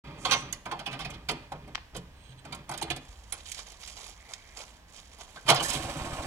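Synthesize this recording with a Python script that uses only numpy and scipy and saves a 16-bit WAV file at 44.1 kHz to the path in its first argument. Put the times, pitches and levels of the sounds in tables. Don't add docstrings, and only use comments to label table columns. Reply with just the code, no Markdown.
import sys
import numpy as np
from scipy import signal
from scipy.fft import rfft, irfft, next_fast_len
from scipy.io import wavfile

SR = 44100
rng = np.random.default_rng(int(sys.argv[2]) if len(sys.argv) > 2 else 0)


def log_audio(samples):
    frames = np.atleast_2d(samples).T
    limited = np.clip(frames, -1, 1)
    pcm = np.round(limited * 32767).astype(np.int16)
    wavfile.write(sys.argv[1], SR, pcm)


N = 276066
TIME = np.arange(N) / SR

# (time [s], chatter time [s], chassis thud [dB], shaft clang [dB], handle clash [dB])
CRANK_BLOWS = [(0.249, 0.0094, -46, -34, -30.5), (.31, .0068, -45, -30.5, -25),
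               (0.324, 0.008, -45, -36, -26), (.526, 0.0013, -54.5, -55, -42),
               (0.654, 0.0053, -44.5, -40, -45.5), (0.712, 0.0061, -47, -36, -41),
               (0.791, 0.0054, -48.5, -46.5, -44.5), (0.858, 0.0093, -55.5, -41.5, -36.5),
               (.909, .011, -55, -52, -48.5), (0.926, .008, -58, -45, -42.5),
               (0.99, 0.0061, -60, -43.5, -43.5), (1.001, 0.015, -67, -63, -42),
               (1.047, 0.0063, -44, -45.5, -42.5), (1.101, 0.0033, -95, -72, -49.5),
               (1.134, 0.0087, -64, -67, -51), (1.286, 0.0061, -43, -36, -30.5),
               (1.311, 0.0026, -41.5, -58, -45.5), (1.517, 0.0046, -48, -43.5, -50),
               (1.675, .0035, -53, -57.5, -64), (1.946, 0.0079, -45, -46, -47),
               (1.963, 0.002, -54.5, -55, -46), (2.45, 0.0036, -53, -50, -53.5),
               (2.522, 0.0056, -67, -45.5, -42.5), (2.547, 0.00056, -71, -71, -54),
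               (2.692, 0.0013, -43, -40, -49), (2.713, 0.0027, -50, -42, -47),
               (2.737, 0.0052, -47, -51, -44), (2.776, 0.00081, -65, -69, -46.5),
               (2.813, 0.0035, -48, -37.5, -43.5), (2.824, 0.0027, -41, -52, -38),
               (2.9, 0.0066, -38, -39.5, -31), (2.961, 0.0026, -46, -54, -47),
               (3.323, 0.00067, -59.5, -51, -41), (5.356, 0.006, -59, -51, -52.5),
               (5.478, 0.022, -32, -24.5, -23.5), (5.488, 0.0037, -29.5, -27.5, -26.5),
               (5.498, 0.0037, -31, -28, -21), (5.545, 0.0013, -45, -38, -40.5),
               (5.556, 0.014, -45, -35, -32.5), (5.597, 0.0065, -40, -36, -34.5),
               (5.682, 0.053, -58, -46, -41.5), (5.733, 0.011, -43, -41, -36.5)]
# (lower edge [Hz], upper edge [Hz])
IRON_REGISTERS = [(100, 450), (450, 1800), (1800, 5800), (5800, 15500)]


def undb(db):
    return 10 ** (np.asarray(db) / 20)


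def unit(x):
    return x / np.sqrt(np.mean(x ** 2) + 1e-20)


def add(track, s, sound):
    i = int(np.clip(s * SR, 0, N - 1))
    track[i:i + len(sound)] += sound[:N - i]


def band(x, lo_hz, hi_hz, order=3):
    sos = signal.butter(order, [lo_hz, min(hi_hz, .45 * SR)], "band", fs=SR, output="sos")
    return signal.sosfilt(sos, x)


def colour(x, spectrum, lag_s=0):
    size = next_fast_len(len(x) + 64, real=True)
    f = np.fft.rfftfreq(size, 1 / SR)
    hz, db = np.transpose(spectrum)
    gain = undb(np.interp(np.log(f + 1), np.log(hz), db))
    return irfft(rfft(x, size) * gain * np.exp(-2j * np.pi * f * lag_s), size)[:len(x)]


def fade(t, t60):
    return np.exp(-np.log(1000) * t / t60)


def ring(modes, size=22050):
    t = TIME[:size]
    return unit(sum((-1) ** k * undb(db) / np.sqrt(t60) * fade(t, t60) * np.sin(2 * np.pi * hz * t)
                    for k, (hz, db, t60) in enumerate(modes)))


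def excite(force, response):
    return signal.fftconvolve(force, response)[:len(force)]


def grains(per_s, spread_db, size=N):
    strength = undb(spread_db * np.minimum(rng.exponential(size=size), 4))
    return (rng.random(size) < per_s / SR) * strength * rng.standard_normal(size)


def gestures(table, attack_s, t60):
    power = 0
    for s, length_s, *levels_db in table:
        rise = np.clip((TIME - s) / attack_s, 0, 1)
        release = fade(np.maximum(TIME - s - length_s, 0), t60)
        power = power + np.outer(undb(levels_db), rise * release) ** 2
    return np.sqrt(power)


def air(level_db=-57):
    # (frequency [Hz], gain [dB])
    hush_spectrum = [(12, -50), (20, 6.5), (64, -13.5), (175, -4), (333, -11.5), (393, -15), (649, -11),
                     (1040, -12.5), (1380, -19), (1630, -9), (4070, -23), (6540, -27.5), (15500, -31.5)]
    hush = colour(rng.standard_normal(N), hush_spectrum)
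    return hush * undb(level_db) / band(hush, 200, 15500).std()


def rumble(steady_db=-55, rise_s=0.033):
    # (time [s], level [dB])
    heaves = [(.03, -50.5), (1.0, -45), (1.55, -48), (1.92, -48), (2.86, -46)]
    # (frequency [Hz], gain [dB])
    rumble_spectrum = [(11, -62), (18, -17), (48, 0), (64, -2), (97, -11), (110, -13.5), (140, -28),
                       (240, -120)]
    swell, = gestures([(s, rise_s, db) for s, db in heaves], rise_s, t60=2.5)
    return unit(colour(rng.standard_normal(N), rumble_spectrum)) * np.hypot(undb(steady_db), swell)


def iron(dense_db=4, low_t60=0.29, high_t60=0.046, size=22050):
    # (frequency [Hz], energy [dB], t60 [s])
    clear_modes = [(133, -4, .25), (152, -4, .22), (180, -12, .2), (255, -13, .25), (333, -6, .25),
                   (439, -13, .2), (590, -7, .3), (680, -8, .2), (720, -4, .2), (769, -1.5, .25),
                   (812, -4, .25), (941, -3, .25), (1010, -4, .25), (1075, -.5, .2), (1170, -2, .15),
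                   (1530, -8, .14), (1720, -12, .12), (2131, -10, .14), (2470, -7, .11), (2967, -2, .12),
                   (3444, -7, .13), (3700, -10, .1), (4050, -6, .08), (4380, -8, .1), (5170, -11, .08),
                   (6400, -8, .035), (8320, -12, .07), (9150, -16, .05), (10120, -13, .05),
                   (12800, -23, .04)]
    # (frequency [Hz], gain [dB])
    dense_spectrum = [(100, -13.5), (160, -20), (390, -21), (700, -5.5), (1150, -13), (1400, -11.5),
                      (2200, -14.5), (3100, -10), (4800, -19.5), (5700, -26.5), (8500, -21.5),
                      (10800, -21.5), (12200, -29.5), (15500, -36)]
    t = TIME[:size]
    noise = colour(rng.standard_normal(size), dense_spectrum)
    t60s = np.geomspace(low_t60, high_t60, len(IRON_REGISTERS))
    dense = sum(band(noise, *edges) * fade(t, t60) / np.sqrt(t60)
                for edges, t60 in zip(IRON_REGISTERS, t60s))
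    modes = [(hz * rng.normal(1, .008), db + rng.normal(0, 3), t60) for hz, db, t60 in clear_modes]
    return ring(modes) + undb(dense_db) * unit(dense)


def crank_friction(scrape_db=-1, groan_db=-1, rattle_db=-27, rasp_db=2):
    # (time [s], duration [s], scrape [dB], chassis groan [dB])
    pushes = [(.03, 0.45, -50.5, -44.5), (.25, 0.058, -36.5, -44), (.65, 0.14, -53.5, -50.5),
              (.87, 0.27, -50.5, -44.5), (1.28, 0.054, -48.5, -43.5), (1.51, 0.19, -61, -48.5),
              (1.93, 0.06, -59, -48), (2.14, 0.33, -70.5, -61), (2.44, 0.13, -54, -46.5),
              (2.68, 0.23, -50.5, -51)]
    # (time [s], duration [s], level [dB])
    insertion = [(.17, 0.24, -52.5)]
    # (time [s], duration [s], level [dB])
    squeaks = [(2.12, 0.208, -60.5), (2.37, .025, -40.5)]
    # (frequency [Hz], energy [dB], t60 [s])
    grip_modes = [(3990, -1.5, 0.015), (6500, -10, 0.018), (8330, -0.5, 0.061)]
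    # (time [s], duration [s], level [dB])
    starting_pull = [(5.458, 0.032, -27.5)]
    rub, load = gestures(pushes, attack_s=0.0083, t60=0.53)
    rattles = [(s, chatter_s, clash_db + rattle_db) for s, chatter_s, _, _, clash_db in CRANK_BLOWS]
    rattle, = gestures(rattles, attack_s=0.01, t60=0.5)
    rubbed = excite(grains(2500, spread_db=4), iron(dense_db=11))
    scrape = unit(band(rubbed, 460, 3800, order=2)) * np.hypot(rub * undb(scrape_db), rattle)
    groan = unit(band(rubbed, 93, 308)) * load * undb(groan_db)
    slips = grains(5000, spread_db=0)
    slide = unit(band(slips, 5800, 9800, order=2)) * gestures(insertion, attack_s=0.061, t60=0.083)[0]
    grip = unit(excite(slips, ring(grip_modes))) + undb(rasp_db) * unit(band(slips, 2400, 3560))
    squeak = grip * gestures(squeaks, attack_s=0.25, t60=0.046)[0]
    pull = unit(band(rubbed, 120, 14000, order=2)) * gestures(starting_pull, attack_s=0.05, t60=.1)[0]
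    return scrape + groan + slide + squeak + pull


def crank_impacts(contacts_per_s=2800, hard_s=0.0045, roughness=0.4, ring_rise_s=0.0016, size=22050):
    # (time [s], frequency [Hz], level [dB], t60 [s])
    ringing_parts = [(0.252, 1083, -29, 0.14), (0.309, 5980, -27.5, .27), (0.311, 1584, -28, .18),
                     (.314, 2520, -47, 0.086), (.526, 6560, -23.5, 0.019), (0.526, 10030, -27.5, .04),
                     (0.714, 1040, -37, 0.18), (0.861, 2560, -34.5, 0.25), (1.047, 2496, -35, 0.13),
                     (1.519, 823, -29.5, 0.062), (1.975, 178, -38, 0.24), (2.295, 130.3, -41.5, 0.59),
                     (3.324, 10030, -19.5, 0.038), (5.372, 1560, -37.5, .092), (5.454, 134, -37.5, 0.25),
                     (5.500, 787, -25, 0.14), (5.557, 5200, -27.5, .06), (5.597, 2980, -20.5, 0.068),
                     (5.648, 1765, -30, 0.17)]
    out, t = np.zeros(N), TIME[:size]
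    attack = slice(0, SR // 40)
    for s, chatter_s, thud_db, clang_db, clash_db in CRANK_BLOWS:
        swell = np.minimum(.35 + 3 * t / chatter_s, 1)
        decay = np.exp(-(t / (1.5 * chatter_s)) ** 2)
        force = grains(contacts_per_s, spread_db=3, size=size) * swell * decay
        force[0] += np.linalg.norm(force) * .0011 / chatter_s + 1e-6
        blow = excite(force, iron())
        tick_db = clash_db - 13.5 + 18 * np.exp(-(chatter_s / hard_s) ** 2)
        for edges, db in zip(IRON_REGISTERS, (thud_db, clang_db, clash_db, tick_db)):
            part = band(blow, *edges)
            add(out, s, undb(db) * part / part[attack].std())
    for s, hz, db, t60 in ringing_parts:
        buzz = min(hz / 5000, 1) * unit(band(rng.standard_normal(size), 12, 160, order=2))
        tone = np.sin(2 * np.pi * hz * t + buzz) * (1 + roughness * buzz[::-1])
        add(out, s, undb(db) * tone * fade(t, t60) * np.minimum(t / ring_rise_s, 1))
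    return out


def stones(snap_t60=0.03, settle_db=-17, settle_t60=0.12, size=4410):
    # (time [s], level [dB], pitch [Hz], leftward bias [dB])
    snaps = [(1.749, -36, 2470, -0.5), (1.755, -32, 2180, 20), (1.778, -43.5, 1470, 1),
             (3.457, -49, 3800, 0), (3.488, -52, 4950, -4), (3.517, -35.5, 5770, 0), (3.546, -42, 4900, -7),
             (3.573, -46, 4130, -15), (3.59, -41, 3780, -15), (3.835, -46, 3180, 1),
             (3.876, -43.5, 4800, -5), (4.012, -50, 4200, -10), (4.336, -37.5, 4200, 1),
             (4.572, -45.5, 4870, 1), (4.61, -48, 3340, -12), (4.982, -53, 3530, -8),
             (5.213, -51, 1920, -3)]
    far, near, t = np.zeros(N), np.zeros(N), TIME[:size]
    for s, db, hz, left_db in snaps:
        near_share = np.clip(1 - undb(-left_db), 0, 1)
        impact = fade(t, snap_t60 * undb(-2 * max(left_db, 0)))
        settling = undb(settle_db - 2 * left_db) * fade(t, settle_t60)
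        snap = band(rng.standard_normal(size) * (impact + settling), hz / 3.07, hz * 1.93)
        snap *= undb(db) / snap[:SR // 125].std()
        add(far, s, (1 - near_share) * snap)
        add(near, s, 2 * near_share * snap)
    return far, near


def shoes(tread_db=-1):
    # (time [s], duration [s], crunch [dB], weight [dB])
    slips = [(3.07, 0.047, -63, -75.5), (3.31, 0.093, -56, -60), (3.44, 0.08, -49, -74),
             (3.56, 0.031, -46, -52.5), (3.65, 0.071, -52, -61.5), (3.79, .14, -50, -63.5),
             (3.95, .15, -49.5, -58), (4.28, 0.038, -53.5, -56), (4.555, 0.059, -46, -49),
             (4.66, 0.018, -59, -71), (4.92, 0.081, -55, -61.5), (5.11, 0.038, -60.5, -62.5),
             (5.18, 0.034, -49, -51.5), (5.26, 0.24, -59, -63)]
    # (time [s], duration [s], crunch [dB], weight [dB])
    stance = [(3.006, 1.765, -63, -68), (4.872, 0.35, -62.5, -79)]
    # (frequency [Hz], gain [dB])
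    gravel_spectrum = [(880, -71), (1500, -61.5), (1790, -10.5), (3180, -6), (5340, -11.5), (6820, -7.5),
                       (9420, -16.5), (10500, -9), (12200, -21), (15500, -31)]
    sliding, weight = gestures(slips + stance, attack_s=0.019, t60=0.19)
    judder = undb(2.2 * unit(band(rng.standard_normal(N), 10, 70, order=2)))
    edges_hz = np.geomspace(1200, 15500, 7)
    pebbles = sum(band(grains(2000, spread_db=3), lo, hi, order=2)
                  for lo, hi in zip(edges_hz, edges_hz[1:]))
    grit = unit(colour(pebbles, gravel_spectrum))
    tread = unit(band(grains(2500, spread_db=-2), 393, 1230, order=2))
    return judder * (grit * sliding + tread * weight * undb(tread_db))


def sleeve():
    # (time [s], duration [s], level [dB])
    rubs = [(4.15, 0.42, -61)]
    rustle = unit(band(grains(3000, spread_db=4), 1800, 2300, order=2))
    return rustle * gestures(rubs, attack_s=0.058, t60=0.22)[0]


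def engine(ticks_per_firing=0.72, knock_db=-3, valve_ring_db=-12, valve_gain_db=1, exhaust_gain_db=1):
    # (time [s], firing rate [Hz], exhaust [dB], gear clatter [dB], valve noise [dB])
    run_up = [(5.52, 15, -62, -50, -60), (5.60, 16.5, -49, -42, -50), (5.70, 19.5, -44, -43, -43),
              (5.78, 20.5, -41, -42, -42), (5.90, 19, -39, -40, -45), (6.04, 17.2, -39, -42, -47),
              (6.16, 15.7, -40, -41, -47), (6.26, 15.5, -42, -43, -48)]
    # (frequency [Hz], energy [dB], t60 [s])
    exhaust_modes = [(57, 0, .085), (152, -10, .07), (250, -15, .06), (332, -15, .08)]
    # (frequency [Hz], gain [dB])
    gear_spectrum = [(210, -9), (350, -10), (421, -20), (518, -4.5), (755, -4.5), (822, -19), (1170, -7.5),
                     (1400, -31), (1580, -5.5), (2200, -19), (2860, -12), (4840, -120)]
    # (frequency [Hz], gain [dB])
    valve_spectrum = [(1200, -9), (2000, -2), (3000, 3.5), (5000, -6), (8500, -4), (11000, -5.5),
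                      (12500, -14), (15500, -16)]
    # (frequency [Hz], energy [dB], t60 [s])
    valve_modes = [(2600, -3, .006), (3700, -5, .005), (6430, -7, .008), (7300, -3, .014), (8310, -1, .016)]
    times, *columns = np.transpose(run_up)
    rate, exhaust_db, gears_db, valves_db = [np.interp(TIME, times, column) for column in columns]
    cycle = np.cumsum(rate * (TIME > times[0])) / SR
    running, phase = cycle > 0, cycle % 1
    firings = np.diff(np.floor(cycle), prepend=0)
    strength = undb(1.5 * rng.standard_normal(64))[cycle.astype(int) % 64]
    puff = .1 * band(rng.standard_normal(N), 100, 600, order=2) * np.exp(-phase / .6)
    exhaust = excite((firings + puff) * strength, ring(exhaust_modes))
    shaking = grains(2500, spread_db=2) * (1 + .35 * np.cos(2 * np.pi * phase)) * strength
    knock = unit(band(excite(shaking, iron(dense_db=9)), 360, 1350))
    gears = unit(colour(shaking, gear_spectrum)) + undb(knock_db) * knock
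    tick_phase = cycle * ticks_per_firing % 1
    taps = grains(12000, spread_db=0) * (1 + np.exp(-tick_phase / .25))
    valve_ring = unit(excite(taps, ring(valve_modes)))
    valves = unit(colour(taps, valve_spectrum)) + undb(valve_ring_db) * valve_ring
    parts = (exhaust, exhaust_db + exhaust_gain_db), (gears, gears_db), (valves, valves_db + valve_gain_db)
    return running * sum(x / x[running].std() * undb(db) for x, db in parts)


def ratchet():
    # (time [s], duration [s], level [dB])
    rasps = [(5.624, 0.027, -32), (5.68, 0.023, -32), (5.73, 0.01, -33)]
    teeth = excite(grains(2800, spread_db=-1), iron())
    return unit(band(teeth, 5200, 15000, order=2)) * gestures(rasps, attack_s=0.0033, t60=0.14)[0]


def scatter(x, level_db=-9, t60=0.04, size=2205):
    smear = band(rng.standard_normal(size), 750, 23200, order=2) * fade(TIME[:size], t60)
    flutter = unit(band(rng.standard_normal(N), 15, 150, order=2))
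    return flutter * excite(x, undb(level_db) * smear / np.linalg.norm(smear))


def yard(x, early_db=-13, early_t60=0.0097, tail_db=-17, tail_t60=0.47, rise_s=0.002, size=26460):
    t = TIME[:size]
    early = band(rng.standard_normal(size), 830, 3500, order=2) * fade(t, early_t60)
    tail = band(rng.standard_normal(size), 620, 6700, order=2) * fade(t, tail_t60)
    tail *= np.minimum(t / rise_s, 1)
    response = undb(early_db) * early / np.linalg.norm(early) + undb(tail_db) * tail / np.linalg.norm(tail)
    return excite(x, response)


def scene(shared_air_db=-4, own_air_db=-8):
    # (frequency [Hz], left gain [dB], right gain [dB])
    port_gains = [(94, -2.5, -1.5), (1160, 2.5, 3), (1900, -4.5, -3.5), (3300, -29.5, 5.5), (4800, 3, 6.5),
                  (7370, -24.5, 5.5), (16200, -17, -4.5)]
    ports = np.array(port_gains)
    far_stones, near_stones = stones()
    direct = crank_impacts() + crank_friction() + ratchet() + shoes() + sleeve() + far_stones + engine()
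    common = direct + undb(shared_air_db) * air() + rumble()
    left = colour(common + scatter(direct), ports[:, [0, 1]], lag_s=0.00014) + near_stones
    right = colour(common + scatter(direct), ports[:, [0, 2]])
    return np.array([side + yard(direct + near_stones / 2) + undb(own_air_db) * air()
                     for side in (left, right)])


def record(dry, top_hz=15900):
    opening = np.clip((TIME - .038) / .006, 0, 1)
    return signal.sosfilt(signal.ellip(10, .2, 80, top_hz, fs=SR, output="sos"), dry * opening)


dry = scene()
out = record(dry)
log_audio(out)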